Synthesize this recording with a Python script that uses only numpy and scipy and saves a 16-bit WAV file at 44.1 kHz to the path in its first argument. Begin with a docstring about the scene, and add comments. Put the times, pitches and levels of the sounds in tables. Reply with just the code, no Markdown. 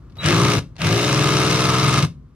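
"""On a boat deck by the cockpit, a cordless drill runs on screws close by: a short burst, then a long one.
The trigger clicks and the motor whines as the first burst starts; the bit catches eight times a turn.
Each catch is a noise scrape; spindle partials and plate resonances make the deck boom, growl and ring.
Deck modes hum on after each stop, decaying noise echoes in the cockpit, and low noise rumbles outdoors."""
import sys
import numpy as np
from scipy import signal
from scipy.fft import rfft, irfft, next_fast_len
from scipy.io import wavfile
from scipy.ndimage import uniform_filter1d, map_coordinates

SR = 44100
rng = np.random.default_rng(int(sys.argv[2]) if len(sys.argv) > 2 else 0)


def put_to_file(sound):
    """Save the sound as 16-bit audio at rate SR, in the file named by the first command-line argument."""
    columns = np.atleast_2d(sound).T  # one column per channel
    safe = np.clip(columns, -1, 1)
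    whole_steps = np.round(safe * 32767)
    wavfile.write(sys.argv[1], SR, whole_steps.astype(np.int16))


N = 103635


def amp(db):
    """Level: decibels as an amplitude ratio."""
    return 10 ** (np.asarray(db) / 20)


def unit(x):
    """Normalisation: scale to rms 1."""
    return x / np.sqrt(np.mean(x ** 2) + 1e-20)


def clock():
    """Sampling: the time of each sample in seconds."""
    return np.arange(N) / SR


def along(points, hz):
    """Logarithmic frequency scale: interpolate (Hz, value) points at hz."""
    f, v = np.transpose(points)
    return np.interp(np.log(hz + 1), np.log(f + 1), v)


def over_time(points):
    """Slow control: interpolate (second, value) points at each sample."""
    return np.interp(clock(), *np.transpose(points))


def wobble(rate):
    """Random modulation: a smooth curve through random knots, rate knots a second."""
    return map_coordinates(rng.standard_normal(400), [clock() * rate], mode="wrap")


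def filtered(x, response):
    """Linear filtering: multiply the spectrum of x by a complex response of frequency."""
    m = next_fast_len(N + SR // 2)
    spectrum = rfft(x, m) * response(np.fft.rfftfreq(m, 1 / SR))
    return irfft(spectrum, m)[..., :N]


def coloured(x, spectrum):
    """Minimum phase: a causal filter of unit power gain, its shape found by folding the cepstrum."""
    size = 2 ** 13
    cepstrum = irfft(np.log(amp(along(spectrum, np.fft.rfftfreq(size, 1 / SR)))))
    cepstrum[1:size // 2] *= 2
    cepstrum[size // 2 + 1:] = 0
    impulse_response = irfft(np.exp(rfft(cepstrum)))
    impulse_response /= np.linalg.norm(impulse_response)
    return signal.fftconvolve(x, impulse_response[None], axes=1)[:, :N]


def white():
    """White noise: two unrelated signals of equal power at every frequency."""
    return rng.standard_normal((2, N))


# Coherence of left and right. 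Each row: frequency in Hz, likeness from 0 to 1.
COHERENCE = [(25, .85), (60, 0.99), (250, 0.92), (500, 0.76), (1000, 0.63), (2000, 0.64), (4000, 0.66),
             (8000, 0.2), (14000, 0.13)]


def spread(pair):
    """Coherence: mix two unrelated signals to be alike in the bass and less so in the treble."""
    def mid_side(hz):
        turn = np.arccos(np.clip(along(COHERENCE, hz), 0, 1)) / 2
        return np.array([np.cos(turn), np.sin(turn)])
    mid, side = filtered(pair, mid_side)
    return np.array([mid + side, mid - side])


def noise(spectrum):
    """Filtered noise: a stereo pair of rms 1 with the given spectrum."""
    return unit(spread(coloured(white(), spectrum)))


def resonances(modes, hz):
    """Modal sum: damped resonances of (Hz, width Hz, dB) with alternating sign."""
    total = 0
    for k, (centre, width, db) in enumerate(modes):
        damping = 1j * hz * width
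        total = total + (-1) ** k * amp(db) * damping / (centre * centre - hz * hz + damping)
    return total


# Catches of the bit in one turn. Each row: share of the turn, relative level in dB at first,
# relative level in dB from DEEP_TURNS on.
CATCHES = [(0, -13, -11), (0.116, -19, -12.5), (0.237, -17.5, -11.5), (0.317, -10, -11.5),
           (0.441, -23.5, -25.5), (0.556, -14, -14), (0.669, -11, -13), (0.902, -16.5, -19.5)]
DEEP_TURNS, CATCH_JITTER_S = 9, .00008


def catches(turns):
    """Periodic excitation: an uneven impulse per catch; the pattern shifts once the screw is deep."""
    place, early_db, deep_db = np.transpose(CATCHES)
    places = np.arange(-30, 40)[:, None] + place
    s = np.interp(places, turns, clock(), left=-1, right=-1)
    s = s + CATCH_JITTER_S * rng.standard_normal(places.shape)
    db = np.where(places < DEEP_TURNS, early_db, deep_db)
    size = amp(db + rng.uniform(-1.95, 1.3, places.shape))
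    heard = s > 0
    return np.bincount((s[heard] * SR).astype(int), size[heard], N)[:N]


# Spectrum of the bit and chuck rattling. Each row: frequency in Hz, relative level in dB per Hz.
RATTLE_SPECTRUM = [(500, -16), (1000, -2), (1500, -1), (1720, -1), (1900, -6), (2150, 2), (2350, -4),
                   (2560, 0), (3400, -4), (3850, 0), (4400, -6), (5600, -3.5), (6500, -7.5), (7800, -15),
                   (8700, -9), (10500, -18), (12500, -25), (15700, -44.5)]
CRACK_ATTACK_S, SCRAPE_HOLD_S, CRACK_T60_S = .0005, .002, .009
RATTLE_T60_S, RATTLE_TAIL_DB = .04, -14  # tail level relative to the crack
GRIND_DB, GRIND_TOP_HZ = -17, 7500  # grinding, before the rattle is normalised
RATTLE_PATCHY_DB = 1.5


def rattle(hits):
    """Impact noise: each catch is a scrape with a metallic tail and patchy colour, over steady grinding."""
    t = clock()[:SR // 10]
    crack = amp(-60 * np.maximum(t - SCRAPE_HOLD_S, 0) / CRACK_T60_S)
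    tail = amp(RATTLE_TAIL_DB - 60 * t / RATTLE_T60_S)
    attack = 1 - np.exp(-t / CRACK_ATTACK_S)
    power = (crack ** 2 + tail ** 2) * attack ** 2
    # unrelated noises add in power
    envelope = np.sqrt(abs(signal.fftconvolve(hits ** 2, power)[:N]))
    grind = amp(GRIND_DB) * filtered(white(), lambda hz: 1 / np.sqrt(1 + (hz / GRIND_TOP_HZ) ** 4))
    z = signal.stft(white(), nperseg=256)[2]
    # patches of frequency and time, louder or softer
    patches = uniform_filter1d(rng.standard_normal(z.shape[1:]), size=12, axis=0)
    patches = uniform_filter1d(patches, size=4, axis=1)
    grit = signal.istft(z * amp(RATTLE_PATCHY_DB * unit(patches)), nperseg=256)[1][:, :N]
    return spread(coloured(grit * envelope + grind, RATTLE_SPECTRUM))


# Force on the deck. Each row: multiple of the spindle speed, relative level in dB.
ORDERS = [(3, -2), (4, -9.5), (5, -17.5), (6, 0.5), (7, -4), (9, 0.5), (10, -0.5), (12, -1), (13, -3),
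          (14, 0.5), (15, 3.5), (16, -6.5), (18, 4), (19, -6), (20, -7.5), (21, 3.5), (24, -4.5), (27, -5),
          (28, -5), (30, -2.5), (33, -5.5)]
# Partials between every third, chiefly a hum near 146 Hz. Each row: time in seconds, added level in dB.
UNEVEN = [(.28, -4), (.45, 2.5), (1.02, -5.5), (1.08, 2), (1.5, 2), (1.57, -7.5), (1.66, 2), (1.78, -11.5),
          (1.87, 1), (1.93, -3.5), (1.985, 5), (2.05, -1.5)]
ORDER_WAVER_DB, ORDER_DRIFT_RAD, LOOSE_DRIFT_RAD = 1.6, .024, .2


def drone(turns):
    """Harmonic series: spindle partials drift more the higher they are; those between thirds come and go."""
    uneven_db = over_time(UNEVEN)
    force = np.zeros(N)
    for k, db in ORDERS:
        between = k % 3 > 0
        drift = between * LOOSE_DRIFT_RAD + k * ORDER_DRIFT_RAD
        level = amp(db + between * uneven_db + ORDER_WAVER_DB * wobble(5.01))
        phase = 2 * np.pi * (k * turns + rng.random()) + drift * wobble(13)
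        force = force + level * np.sin(phase)
    return force


# Resonances of the deck plate. Each row: frequency in Hz, width in Hz, relative level in dB.
PLATE = [(815, 9.2, -5), (918, 36, -0.5), (1033.7, 14, 5.5), (1138, 70, 3.5), (1218.5, 64, 6),
         (1325, 39, 4)]


def plate(hz):
    """Plate resonance: the response of the ringing deck plate."""
    return resonances(PLATE, hz)


# How the hollow below the deck passes the force on. Each row: frequency in Hz, relative level in dB.
BOOM_BODY = [(30, -56), (50, -25.5), (62, -31), (83, -3), (104, 0), (117, 2), (126, -1), (146, 3.5),
             (177, -1.5), (188, -7.5), (215, -15), (320, -42.5)]
# How the deck panels pass the force on. Each row: frequency in Hz, relative level in dB.
GROWL_BODY = [(140, -19.5), (240, -13), (313, -4), (355, -0.5), (378, -7.5), (415, 0), (440, -3.5),
              (500, -3.5), (620, -5), (760, -3.5), (950, -21), (1400, -31.5)]
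BOOM_NOISE_DB, GROWL_NOISE_DB, RING_NOISE_DB = -12.5, -7.5, -6.5  # roughness in each layer
RATTLE_DB, BOOM_DB, GROWL_DB, RING_DB = 1, -0.5, -1.5, -3  # trims added to the level tables
RISE_S, FADE_S = .004, .014  # time constants before and after a burst


def burst(speed, levels, turn_zero_s):
    """Forced vibration: the turning spindle drives the rattle and the deck's boom, growl and ring."""
    t = clock()
    turns = np.cumsum(over_time(speed)) / SR
    turns = turns - np.interp(turn_zero_s, t, turns)
    s, *columns = np.transpose(levels)
    outside = np.maximum(s[0] - t, 0) / RISE_S + np.maximum(t - s[-1], 0) / FADE_S
    treble, boom, growl, ring = [amp(np.interp(t, s, c)) * np.exp(-outside) for c in columns]

    def running(x):  # rms 1 within the burst
        return x / np.sqrt(np.mean(x[..., outside == 0] ** 2))

    hits, force = catches(turns), drone(turns)

    def deck(body, rough_db):
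        tone = running(filtered(force, lambda hz: amp(along(body, hz))))
        return running(tone + amp(rough_db) * noise(body))

    struck_plate = amp(RING_DB) * running(filtered(hits, plate))
    rough_plate = amp(RING_NOISE_DB) * unit(spread(filtered(white(), plate)))
    return (treble * amp(RATTLE_DB) * running(rattle(hits))
            + boom * amp(BOOM_DB) * deck(BOOM_BODY, BOOM_NOISE_DB)
            + growl * amp(GROWL_DB) * deck(GROWL_BODY, GROWL_NOISE_DB)
            + ring * (struck_plate + rough_plate))


# Spindle speed in the two bursts. Each row: time in seconds, speed in turns a second.
SPEED_SHORT = [(.19, 5), (.26, 15.5), (.35, 17.9), (.42, 19.5), (.46, 19.9), (.55, 19.6), (.6, 15)]
SPEED_LONG = [(.78, 7), (.832, 12), (.88, 16.4), (.935, 18.9), (1.022, 19.9), (1.074, 20.33),
              (1.224, 20.73), (1.302, 20.87), (1.534, 20.97), (1.614, 20.87), (1.82, 20.97), (1.98, 20.75),
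              (2.02, 19.5), (2.06, 14)]
# Levels before the trims. Each row: time in seconds, then rattle, deck boom, deck growl and deck ring in dB.
LEVEL_SHORT = [(0.168, -76.5, -42, -38.5, -47.5), (0.222, -42.5, -42, -39, -39.5),
               (.255, -25.5, -16.5, -27.5, -32), (.3, -23, -21.5, -20.5, -31),
               (0.359, -24.5, -17, -20.5, -24.5), (.46, -24.5, -14.5, -23, -23.5),
               (0.544, -25.5, -21.5, -21.5, -28.5), (.59, -29, -14.5, -26.5, -38),
               (0.613, -48.5, -41.5, -62.5, -48)]
LEVEL_LONG = [(.79, -42, -49, -35.5, -52), (.816, -34.5, -29, -32, -30), (.852, -26.5, -21.5, -24, -30.5),
              (.94, -25, -15.5, -20.5, -34.5), (.99, -24, -23.5, -21.5, -30), (1.1, -24, -20.5, -22.5, -28),
              (1.42, -23, -21, -23.5, -25), (1.54, -23, -17, -23.5, -29), (1.699, -24.5, -16.5, -25, -23),
              (1.99, -23.5, -17.5, -25.5, -25.5), (2.045, -33.5, -19, -27.5, -30.5),
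              (2.075, -49.5, -30.5, -42.5, -61.5)]
# The moment in each burst from which turns are counted, in seconds.
TURN_ZERO_S = [.4334, 1.0627]


def drilling():
    """Superposition: two pulls of the trigger, one short and one long."""
    short = burst(SPEED_SHORT, LEVEL_SHORT, TURN_ZERO_S[0])
    return short + burst(SPEED_LONG, LEVEL_LONG, TURN_ZERO_S[1])


# The gears whirr as the motor speeds up. Each row: peak in seconds, level in dB,
# Gaussian rise in seconds, Gaussian fall in seconds.
SPIN_UPS = [(0.277, -23.5, 0.035, 0.061), (0.828, -28, 0.019, 0.069)]
# Spectrum of the gears. Each row: frequency in Hz, relative level in dB per Hz.
GEAR_SPECTRUM = [(200, -47), (600, 9.5), (900, -13), (1300, 3.5), (2000, 4), (2600, 5.5), (3300, 1.5),
                 (4300, -17.5), (8000, -16.5), (15000, -44.5)]
WHINE_START_S, WHINE_HOLD_S, WHINE_RISE_S, WHINE_FALL_S = .184, .036, .002, .003
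WHINE_HZ, WHINE_DB = 3871, -35  # level about which the whine wavers


def motor():
    """Magnetic excitation: one brief whine on chopped current; gear noise swells at each spin-up."""
    t = clock()
    age = t - WHINE_START_S
    fall = np.exp(-np.maximum(age - WHINE_HOLD_S, 0) / WHINE_FALL_S)
    held = np.clip(age / WHINE_RISE_S, 0, 1) * fall
    tone = np.sqrt(2) * np.sin(2 * np.pi * WHINE_HZ * t)
    whine = amp(WHINE_DB + wobble(90)) * held * tone
    swell = np.zeros(N)
    for peak_s, db, rise_s, fall_s in SPIN_UPS:
        width = np.where(t < peak_s, rise_s, fall_s)
        swell = swell + amp(db) * np.exp(-((t - peak_s) / width) ** 2 / 2)
    return whine + swell * noise(GEAR_SPECTRUM)


def taps(rows, spectrum):
    """Transient contact: coloured noise starts at once and decays exponentially."""
    t = clock()
    envelope = sum((t >= s) * amp(db - 60 * np.maximum(t - s, 0) / t60) for s, db, t60 in rows)
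    return spread(coloured(white() * envelope, spectrum))


# Clicks of the trigger and the bit seating. Each row: start in seconds, level in dB, T60 in seconds.
CLICKS = [(.098, -56, .05), (.121, -58, .07), (.1555, -51.5, .06), (.169, -46.5, .05), (.756, -52, .05),
          (.7648, -37.5, .026), (.7825, -38, .03)]
# Spectrum of a click. Each row: frequency in Hz, relative level in dB per Hz.
CLICK_SPECTRUM = [(150, -23), (500, 1), (1300, -4.5), (2500, -5), (4000, -1), (6000, -9.5), (7600, -21),
                  (9000, -16.5), (15000, -46.5)]


def clicks():
    """Light impact: the trigger and the seating bit click."""
    return taps(CLICKS, CLICK_SPECTRUM)


# The bit takes up the load or lets go. Each row: start in seconds, level in dB, T60 in seconds.
KNOCKS = [(.2593, -14.5, 0.029), (.286, -18, .024), (.434, -22, 0.027), (.4675, -24, 0.042),
          (.5015, -22, 0.054), (.5346, -16.5, 0.034), (.581, -23.5, 0.031), (.8178, -19.5, 0.022),
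          (.846, -22.5, 0.044), (.8687, -18, 0.036), (.927, -20.5, 0.027), (.9445, -32.5, 0.017),
          (1.031, -20.5, 0.03), (1.507, -24, 0.015), (1.651, -21, 0.034), (2.025, -18, 0.033),
          (2.048, -23.5, 0.032)]


def knocks():
    """Hard impact: the bit knocks with the same spectrum as its rattle."""
    return taps(KNOCKS, RATTLE_SPECTRUM)


# Modes of the hollow under the deck. Each row: frequency in Hz, width in Hz, relative level in dB.
HOLLOW = [(161.4, 6, -5), (206, 5.5, -11.5), (250.4, 2.4, 1.5)]


def hollow(drill):
    """Cavity resonance: narrow modes under the deck store the drill's energy and hum on after each stop."""
    return filtered(drill, lambda hz: resonances(HOLLOW, hz))


# Decay of the cockpit. Each row: frequency in Hz, T60 in seconds.
COCKPIT_T60 = [(100, 0.66), (300, 0.29), (1200, 0.19), (4000, 0.2), (12000, 0.21)]
COCKPIT_BASS_DB, COCKPIT_DB = -16.5, -12  # below 200 Hz and above 600 Hz


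def cockpit(x):
    """Reverberation: decaying noise stands for the deck and walls; the bass lasts longest."""
    hz, t, z = signal.stft(rng.standard_normal((2, SR // 2)), SR, nperseg=256)
    decay = amp(-60 * t / along(COCKPIT_T60, hz)[:, None])
    tail = signal.istft(z * decay, SR, nperseg=256)[1]
    wet = signal.fftconvolve(x, tail / np.linalg.norm(tail[0]), axes=1)[:, :N]
    gains = [(200, COCKPIT_BASS_DB), (600, COCKPIT_DB)]
    return spread(filtered(wet, lambda f: amp(along(gains, f))))


# Spectrum of the outdoor rumble. Each row: frequency in Hz, relative level in dB per Hz.
RUMBLE_SPECTRUM = [(20, -21), (35, -7.5), (55, 12.5), (85, 2), (135, 3), (200, -3.5), (320, -9), (450, -18),
                   (800, -28.5), (1150, -21.5), (2000, -36), (5000, -41.5), (15000, -57)]
# Level of the rumble as picked up, probably lowered by gain control. Each row: time in seconds, level in dB.
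PICKED_UP_RUMBLE_LEVEL = [(0, -41), (.7, -43), (2.3, -46)]


def rumble():
    """Ambient noise: a low outdoor rumble, its picked-up level falling slowly, probably by gain control."""
    return amp(over_time(PICKED_UP_RUMBLE_LEVEL)) * noise(RUMBLE_SPECTRUM)


# Balance of the two microphones. Each row: frequency in Hz, left minus right in dB.
LEAN = [(60, 0.5), (120, 2.0), (240, 3.5), (480, 2), (950, -0.5), (1890, 3), (3770, 2.5), (7520, 0),
        (15000, -5.5)]
LEFT_LAG_S = .000056


def microphones(air):
    """Interchannel difference: left and right differ in level by frequency, and left arrives late."""
    sides = np.array([[1], [-1]]) / 2

    def response(hz):
        return amp(sides * along(LEAN, hz)) * np.exp(-2j * np.pi * hz * sides * LEFT_LAG_S)
    return filtered(air, response)


def scene():
    """Superposition: the drill, the hollow under it, its echo and the rumble at two microphones."""
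    drill = drilling() + motor() + clicks() + knocks()
    return microphones(drill + hollow(drill) + cockpit(drill) + rumble())


TOP_HZ, TOP_EDGE_HZ = 15750, 1000  # upper limit and width of the slope below it


def record(dry):
    """Band limiting: the gain slopes to nothing at the upper limit."""
    return filtered(dry, lambda hz: np.clip((TOP_HZ - hz) / TOP_EDGE_HZ, 0, 1))


dry = scene()
out = record(dry)
put_to_file(out)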